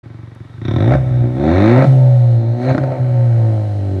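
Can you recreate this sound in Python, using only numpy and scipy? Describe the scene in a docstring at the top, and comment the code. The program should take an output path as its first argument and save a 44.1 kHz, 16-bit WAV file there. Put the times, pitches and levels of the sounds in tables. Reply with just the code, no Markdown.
"""A four-cylinder car with a sports exhaust idles, then is blipped three times, heard from behind on an open lane.
Each firing drives the exhaust: a deep boom, a throaty body, a bark and, on throttle, rasping gas and sizzle
in the ringing tailpipes. Mostly around the top of each blip the exhaust pops; a tone drones as the revs sink.
Behind it are scattered echoes, an airy engine hiss, one faint tick and steady outdoor noise.
All of it is made from timed pulses, filtered noise and one sine."""
import sys
import numpy as np
from scipy import signal
from scipy.fft import rfft, irfft
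from scipy.io import wavfile

SR = 44100
rng = np.random.default_rng(int(sys.argv[2]) if len(sys.argv) > 2 else 0)


def persist_wave(psi):
    """Save psi, clipped to +-1, as 16-bit WAV."""
    counts = np.round(np.clip(psi, -1, 1) * 32767).astype(np.int16)
    wavfile.write(sys.argv[1], SR, np.atleast_2d(counts).T)


N = 176400
TIME = np.arange(N) / SR  # seconds


def undb(db):
    """Turn decibels into gain."""
    return 10 ** (np.asarray(db) / 20)


def curve(rows):
    """Join the (seconds, value) rows of a control by straight lines."""
    return np.interp(TIME, *np.array(rows).T)


def unit(x):
    """Scale to rms 1."""
    return x / np.sqrt(np.mean(x ** 2))


def colour(x, tone, rings=(), size=16384):
    """Filter through (Hz, dB) points with optional resonant peaks, with no sound ahead of its cause."""
    f = np.maximum(np.arange(size // 2 + 1) * SR / size, 1)
    hz, db = np.array(tone).T
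    gain_db = np.interp(np.log(f), np.log(hz), db)
    # beyond the end points the response falls further
    above = np.maximum(np.log(f / hz[-1]), 0)
    below = np.minimum(np.maximum(np.log(hz[0] / f), 0), 1)
    gain_db -= 20 * (above + below)
    for centre, width, peak_db in rings:
        gain_db += peak_db / (1 + (2 * (f - centre) / width) ** 2)
    # folding the cepstrum gives the minimum-phase response
    cepstrum = irfft(np.log(undb(gain_db)))
    cepstrum[1:size // 2] *= 2
    cepstrum[size // 2 + 1:] = 0
    response = irfft(np.exp(rfft(cepstrum)))
    return signal.fftconvolve(x, response)[:N]


def clicks(times, sizes, count=8):
    """Place band-limited impulses at exact times, even between samples."""
    at = times[:, None] * SR
    index = np.floor(at).astype(int) + np.arange(1 - count, count + 1)
    shape = np.sinc(index - at) * np.sinc((index - at) / count)
    return np.bincount(np.clip(index, 0, N).ravel(), (sizes[:, None] * shape).ravel(), N + 1)[:N]


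def even(x, phase):
    """Hold rms near 1 over every few firings, so that a level curve sets the loudness."""
    samples = np.arange(N)
    hi = np.interp(phase + 1, phase, samples)
    lo = np.interp(phase - 1, phase, samples)
    power = x ** 2
    for _ in range(2):
        total = np.cumsum(power)
        power = (np.interp(hi, samples, total) - np.interp(lo, samples, total)) / (hi - lo)
    return x / np.sqrt(power + 1e-18)


# Engine speed. Each row: time in seconds, firings per second.
SPEED = [(0.0, 23.0), (0.36, 23.36), (0.47, 20.69), (0.64, 29.45), (0.73, 38.06), (0.8, 49.71),
         (0.92, 67.43), (0.97, 66.5), (1.0, 64.9), (1.23, 60), (1.348, 63.5), (1.468, 77.6), (1.626, 103.6),
         (1.78, 131.5), (1.848, 136.6), (1.9, 132.8), (2.42, 113.8), (2.52, 117.5), (2.608, 123.3),
         (2.68, 130.7), (2.78, 134), (3, 127.4), (3.5, 110.3), (3.75, 101.4), (4, 93.8)]
# How far the throttle is open. 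Each row: time in seconds, opening from 0 to 1.
THROTTLE = [(.57, 0.14), (.61, 0.96), (.95, 0.68), (1.0, 0.1), (1.3, 0.1), (1.45, 0.66), (1.82, 1),
            (1.89, 0), (2.54, .05), (2.68, 1), (2.86, 0.64), (3.02, 0.2)]
FIRST_PHASE = .678  # firings already counted at the start


def engine():
    """Add up the engine speed into a running count of firings, and follow the throttle."""
    hz, throttle = curve(SPEED), curve(THROTTLE).clip(0, 1)
    phase = FIRST_PHASE + np.cumsum(hz) / SR
    return hz, throttle, phase


# Strength of each cylinder in the boom. One value per cylinder, in dB.
CYLINDERS_LOW_DB = [.3, 0.091, .2, -0.042]
# Strength of each cylinder in the high pulses at full throttle. One value per cylinder, in dB.
CYLINDERS_HIGH_DB = [1.5, -0.053, 2.9, -2.5]
# Unequal pipe runs shift the high pulses, at full throttle. One delay per cylinder, in seconds.
STAGGER_S = [.00018, -.00012, .00005, -.00016]
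# How raggedly the cylinders fire, roughest in the burbles around the top of each blip.
# Each row: time in seconds, amount from 0 to 1.
RAGGED = [(.95, 0.03), (.98, 1), (1.3, 0.58), (1.4, 0.2), (1.82, 0), (1.845, 1), (1.875, 0.2), (2.72, 0.32),
          (2.75, 1), (2.88, 1), (2.98, 0.64), (3.03, 0.46)]
RAGGED_DB, RAGGED_S = 3.5, .0003  # random spread at amount 1: boom level, timing
SCATTER_DB, JITTER_S = 1, .00002  # base spread of level and timing, scaled by throttle below
COAST_LIMP_DB, LIMP_ABOVE_HZ = 15, 96  # off-throttle drop of every other high pulse, above this firing rate


def firings(hz, throttle, phase):
    """Each cylinder fires in turn; load and coasting make the low, middle and high pulses uneven."""
    number = np.arange(1, int(phase[-1]) + 1)
    times, cylinder = np.interp(number, phase, TIME), number % len(STAGGER_S)
    load = np.interp(times, TIME, throttle)
    fast = np.interp(times, TIME, curve(RAGGED).clip(0, 1))
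    ragged = fast
    jitter, scatter, ragged_time, ragged_level = rng.standard_normal((len(times), 4)).T
    times = times + JITTER_S * jitter * (1 + 2 * load) + RAGGED_S * ragged * ragged_time
    fast = np.interp(times, TIME, hz) > LIMP_ABOVE_HZ

    scatter_db = SCATTER_DB * scatter * (0.14 + load)
    stagger = np.array(STAGGER_S)[cylinder] * load
    low_db = np.array(CYLINDERS_LOW_DB)[cylinder] + scatter_db + RAGGED_DB * ragged * ragged_level
    uneven_db = np.array(CYLINDERS_HIGH_DB)[cylinder] * load + 2 * scatter_db
    # weakening every other pulse gives half-order lines
    limp_db = COAST_LIMP_DB * (1 - load) * (number % 2) * fast
    low = clicks(times + 0.68 * stagger, undb(low_db))
    middle = clicks(times + 0.1 * stagger, undb(.5 * uneven_db - .35 * limp_db))
    high = clicks(times + stagger, undb(uneven_db - limp_db))
    return low, middle, high


PUFF_S, PUFF_RISE_S = 0.0048, 0.0005  # time constants of a puff's decay and rise
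PUFF_DEPTH = 0.95  # swing of the gas at full throttle, 0-1


def gas_puffs(high, throttle):
    """Each firing pushes a puff of gas that rises fast and dies away; open throttle deepens the swing."""
    age = TIME[:SR // 20]
    shape = np.exp(-age / PUFF_S) * (1 - np.exp(-age / PUFF_RISE_S))
    puff = signal.fftconvolve(high, shape)[:N]
    depth = PUFF_DEPTH * throttle ** 0.45
    return 1 - depth + depth * puff


def gas(gate, phase, tone, rings=()):
    """Turbulent gas: noise that surges with each firing, coloured by the exhaust."""
    return even(colour(gate * rng.standard_normal(N), tone, rings), phase)


def region(pulses, flow, tone, gas_db, rings=()):
    """One region of the exhaust: pressure pulses and turbulent gas pass through the same response."""
    gate, throttle, phase = flow
    share = undb(np.interp(throttle, [0, 1], gas_db))  # gas against pulses
    tonal = even(colour(pulses, tone, rings), phase)
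    return (tonal + share * gas(gate, phase, tone, rings)) / np.hypot(1, share)


# Response of the boom. Each row: frequency in Hz, relative gain in dB.
BOOM_TONE = [(25, -38.5), (55, -13.5), (80, -1.5), (100, 7), (120, 11.5), (138, 0), (165, 1), (200, -27.5),
             (260, -46.5)]
# Loudness of the boom. Each row: time in seconds, level in dB.
BOOM = [(0, -34.5), (.25, -31.5), (.38, -39), (.415, -30), (.47, -38), (.53, -35), (.59, -29.5),
        (.69, -16.5), (.9, -9), (.98, -11), (1.04, -16), (1.1, -13), (1.23, -10), (1.32, -19),
        (1.44, -18.5), (1.55, -12.5), (1.68, -13.5), (1.78, -7), (1.83, -9.5), (1.853, -23), (1.878, -4.5),
        (1.95, -7.5), (2.03, -6.5), (2.38, -9.5), (2.43, -16), (2.51, -11.5), (2.61, -24.5), (2.68, -14),
        (2.72, -9), (2.755, -35.5), (2.81, -14), (2.92, -18.5), (2.97, -28), (3.01, -11.5), (3.07, -14),
        (3.2, -10), (3.45, -10.5), (3.66, -17), (4, -17)]


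def boom(low, flow):
    """The low pulses drive the deepest region, with only a little gas."""
    return region(low, flow, BOOM_TONE, gas_db=(-36, -24)) * undb(curve(BOOM))


# Response of the throaty body. Each row: frequency in Hz, relative gain in dB.
BODY_TONE = [(120, -37.5), (165, -3), (200, 4), (245, 8), (285, 4.5), (335, 9), (385, 2), (440, -16.5),
             (560, -31.5)]
# Gas against the pulses in the body: dB off throttle, then dB at full throttle.
BODY_GAS_DB = (-11, -17)
# Loudness of the body. Each row: time in seconds, level in dB.
BODY = [(0, -43.5), (.3, -45), (.38, -47), (.41, -42), (.48, -51), (.59, -45), (.62, -32), (.67, -23),
        (.9, -16), (.96, -29), (1.02, -30.5), (1.21, -27.5), (1.25, -18.5), (1.32, -27), (1.4, -17.5),
        (1.49, -12), (1.56, -15), (1.63, -10), (1.72, -8.5), (1.82, -17), (1.88, -25), (1.97, -24),
        (2.15, -36.5), (2.35, -31.5), (2.44, -24.5), (2.52, -30.5), (2.61, -20.5), (2.71, -20),
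        (2.78, -22.5), (2.95, -30.5), (3.08, -30), (3.33, -32), (3.5, -25.5), (3.72, -34), (4, -22)]


def body(middle, flow):
    """The middle pulses and some gas sound through the region above the boom."""
    return region(middle, flow, BODY_TONE, BODY_GAS_DB) * undb(curve(BODY))


# Reflections inside the silencer. Each row: delay in seconds, gain as a plain factor.
BOUNCES = [(0, 0.79), (.0035, 0.71), (.0069, .5), (.0108, 0.4)]
# Response of the bark. Each row: frequency in Hz, relative gain in dB.
BARK_TONE = [(330, -36), (440, -8), (520, 4), (570, -4), (630, 0.5), (740, 0.5), (840, -14.5), (900, -15.5),
             (1000, -42), (1500, -56)]
# Resonances of the silencer. Each row: centre in Hz, width in Hz, added peak in dB.
BARK_RINGS = [(565, 28, 4.3), (722, 68, 4), (909, 13, 17)]
# Gas against the pulses in the bark: dB off throttle, then dB at full throttle.
BARK_GAS_DB = (-9, -5)
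# Loudness of the bark. Each row: time in seconds, level in dB.
BARK = [(0, -59), (.59, -59), (.67, -36.5), (.8, -26.5), (.94, -18.5), (1.0, -32), (1.19, -33.5),
        (1.26, -31), (1.33, -35.5), (1.46, -19), (1.7, -18.5), (1.82, -15.5), (1.9, -26.5), (2.04, -27.5),
        (2.3, -32.5), (2.55, -30), (2.62, -28.5), (2.71, -17), (2.735, -26.5), (2.8, -25.5), (2.93, -23.5),
        (3.03, -33), (3.35, -30.5), (3.58, -28.5), (3.72, -34), (4, -34.5)]


def bark(high, flow):
    """The high pulses bounce inside the silencer and excite its resonances."""
    bounced = sum(gain * np.interp(TIME - delay, TIME, high) for delay, gain in BOUNCES)
    return region(bounced, flow, BARK_TONE, BARK_GAS_DB, BARK_RINGS) * undb(curve(BARK))


# Rings of the tailpipes, shared with the sizzle and pops. Each row: centre in Hz, width in Hz, added peak in dB.
RINGS = [(1052, 50, 7), (1315, 60, 8), (1545, 50, 6), (1890, 120, 6), (2250, 60, 6), (3700, 350, 2)]
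# Response of the rasp. Each row: frequency in Hz, relative gain in dB.
RASP_TONE = [(500, -31), (850, -2.5), (1050, -4), (1400, -3), (1900, -5), (2350, -8.5), (2800, -19.5),
             (3500, -39.5), (5000, -69.5)]
# Loudness of the rasp. Each row: time in seconds, level in dB.
RASP = [(0, -54), (.595, -53.5), (.615, -42.5), (.66, -36), (.89, -32), (.935, -26), (1.0, -43.5),
        (1.34, -45), (1.5, -28.5), (1.679, -23.5), (1.82, -24), (1.85, -33), (1.93, -44), (2.301, -48),
        (2.56, -48.5), (2.71, -27), (2.735, -37.5), (2.881, -42), (2.929, -40), (3.001, -44), (3.5, -45),
        (3.75, -50.5), (4, -49)]


def rasp(high, flow):
    """Gas outweighs the pulses as it tears through the ringing tailpipes."""
    return region(high, flow, RASP_TONE, gas_db=(4, 7), rings=RINGS) * undb(curve(RASP))


# Response of the sizzle before warming. Each row: frequency in Hz, relative gain in dB.
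SIZZLE_TONE = [(2400, -34), (3150, -11), (3650, 5.5), (4200, -13.5), (4800, -25), (5700, -12.5),
               (7000, -34), (9000, -43), (12000, -37.5)]
# Loudness of the sizzle. Each row: time in seconds, level in dB.
SIZZLE = [(0, -73.5), (.59, -63), (.615, -53), (.655, -41), (.8, -40.5), (.95, -45), (1.0, -58.5),
          (1.2, -53), (1.31, -60), (1.46, -43), (1.66, -36.5), (1.87, -46.5), (1.96, -54.5), (2.57, -54.5),
          (2.7, -40), (2.79, -56), (3.0, -58), (4, -57.5)]
HOT_RATIO, WARMING_S = 1.117, (1, 2.8)  # hot pitch against cool; start and end of warming


def sizzle(flow):
    """Hot gas raises the tailpipe sizzle: a cool, ringing noise crossfades into a higher one."""
    gate, _, phase = flow
    heat = np.interp(TIME, WARMING_S, [0, 1])
    hot_tone = [(f * HOT_RATIO, db) for f, db in SIZZLE_TONE]
    cool = np.sqrt(1 - heat) * gas(gate, phase, SIZZLE_TONE, RINGS)
    hot = np.sqrt(heat) * gas(gate, phase, hot_tone)
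    return (cool + hot) * undb(curve(SIZZLE))


# Loudness of the drone that sings out while the revs sink. Each row: time in seconds, level in dB.
SINGING = [(1.85, -64.5), (1.93, -32.5), (2.04, -28.5), (2.3, -29), (2.42, -33.5), (2.65, -47), (3.0, -37),
           (3.2, -27.5), (3.5, -35.5), (3.7, -45), (4, -42)]
SINGING_ORDER = 4.5  # cycles per firing


def singing(phase):
    """A sine locked to the firings, midway between two of their harmonics, follows the revs."""
    tone = np.sqrt(2) * np.sin(2 * np.pi * SINGING_ORDER * phase)
    return tone * undb(curve(SINGING)) * (TIME > SINGING[0][0])


def exhaust():
    """Firing pulses and the gas puffs behind them sound through five regions, plus the singing tone."""
    hz, throttle, phase = engine()
    low, middle, high = firings(hz, throttle, phase)
    flow = gas_puffs(high, throttle), throttle, phase
    pulsed = boom(low, flow) + body(middle, flow) + bark(high, flow) + rasp(high, flow)
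    return pulsed + sizzle(flow) + singing(phase)


# Response of the pops. Each row: frequency in Hz, relative gain in dB.
POP_TONE = [(50, -21.5), (110, 10), (300, 10), (430, -7), (600, 12.5), (950, -15.5), (1400, -8.5),
            (2200, -25), (3000, -34.5), (4000, -29), (7000, -45.5), (12000, -77.5)]
# The exhaust pops. Each row: start in seconds, peak level in dB.
POPS = [(0.92, -3), (.937, -7), (0.951, -4.5), (1.242, -21.5), (1.78, -6), (1.824, -5), (1.843, -4),
        (2.748, -3), (2.78, -3), (2.837, -11), (2.92, -14)]
POP_DECAY_S, POP_GAS_DB = .005, -18  # fade of the gas burst; its level against the spike before filtering


def pops():
    """Unburnt fuel goes off in the pipe: a pressure spike and a short burst of gas."""
    out = np.zeros(N)
    for start, db in POPS:
        age = TIME - start
        burst = rng.standard_normal(N) * (age > 0) * np.exp(-np.abs(age) / POP_DECAY_S)
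        spike = clicks(np.array([start]), np.ones(1))
        bang = colour(spike + undb(POP_GAS_DB) * burst, POP_TONE, RINGS)
        out -= undb(db) * bang / np.abs(bang).max()
    return out


ECHO_DB, ECHO_T60_S = -19, 0.91  # echo level before the bass cut; time to fall by 60 dB


def lane(x):
    """Trees and ditch scatter faint echoes, a fading noise tail without the deep bass."""
    age = TIME[:SR // 2]
    tail = rng.standard_normal(len(age)) * undb(-60 * age / ECHO_T60_S) * (age > .008)
    wet = signal.fftconvolve(x, tail / np.linalg.norm(tail))[:N]
    bass_cut = signal.butter(4, 300, "high", fs=SR, output="sos")
    return x + undb(ECHO_DB) * signal.sosfilt(bass_cut, wet)


# Response of the airy hiss. Each row: frequency in Hz, relative gain in dB.
HISS_TONE = [(1000, -12), (2200, -4), (3000, 6), (4100, -9.5), (4900, -2), (7000, -7), (9000, -7.5),
             (12000, -17.5)]
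# Loudness of the hiss. Each row: time in seconds, level in dB.
HISS = [(0, -76), (.6, -66.5), (.9, -52), (1.03, -58), (1.3, -60), (1.6, -51.5), (1.88, -48.5),
        (2.0, -52.5), (2.36, -57), (2.43, -62), (2.58, -59.5), (2.63, -53.5), (3.0, -58), (3.35, -54.5),
        (4, -56.5)]


def engine_hiss():
    """The engine's airy hiss is filtered noise that follows a level curve."""
    return unit(colour(rng.standard_normal(N), HISS_TONE)) * undb(curve(HISS))


TICK_S, TICK_DB, TICK_DECAY_S = 0.35, -49.5, 0.002  # start, starting noise level, fade


def tick():
    """One tiny bright tick during the idle, a noise burst that fades at once."""
    age = TIME - TICK_S
    burst = rng.standard_normal(N) * (age > 0) * np.exp(-np.abs(age) / TICK_DECAY_S)
    return undb(TICK_DB) * burst


# Colour of the engine-bay and outdoor noise. Each row: frequency in Hz, relative density in dB per Hz.
FLOOR = [(25, -10.5), (100, -4.5), (300, 0.5), (500, -7.5), (1000, -10.5), (1800, -19.5), (2800, -25),
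         (3800, -21.5), (5000, -29.5), (8000, -39.5), (12000, -45.5)]
FLOOR_DB = -48  # rms level


def outdoor_floor():
    """Steady engine-bay and outdoor noise, coloured and held at one level."""
    return unit(colour(rng.standard_normal(N), FLOOR)) * undb(FLOOR_DB)


def scene():
    """Exhaust and pops with their echoes, then hiss and tick over a quiet floor."""
    return (lane(exhaust() + pops()) + engine_hiss() + tick() + outdoor_floor())[None]


CEILING, TOP_HZ = .93, 12100  # limit for the peaks before the top cut; edge of the top cut


def record(dry):
    """Fade in and out, round the loudest peaks and cut the top."""
    fade = np.interp(TIME, [.03, .04, TIME[-1] - .004, TIME[-1]], [0, 1, 1, 0])
    rounded = fade * dry / (1 + (dry / CEILING) ** 6) ** (1 / 6)
    top_cut = signal.ellip(10, .2, 80, TOP_HZ, fs=SR, output="sos")
    return signal.sosfilt(top_cut, rounded)


dry = scene()
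out = record(dry)
persist_wave(out)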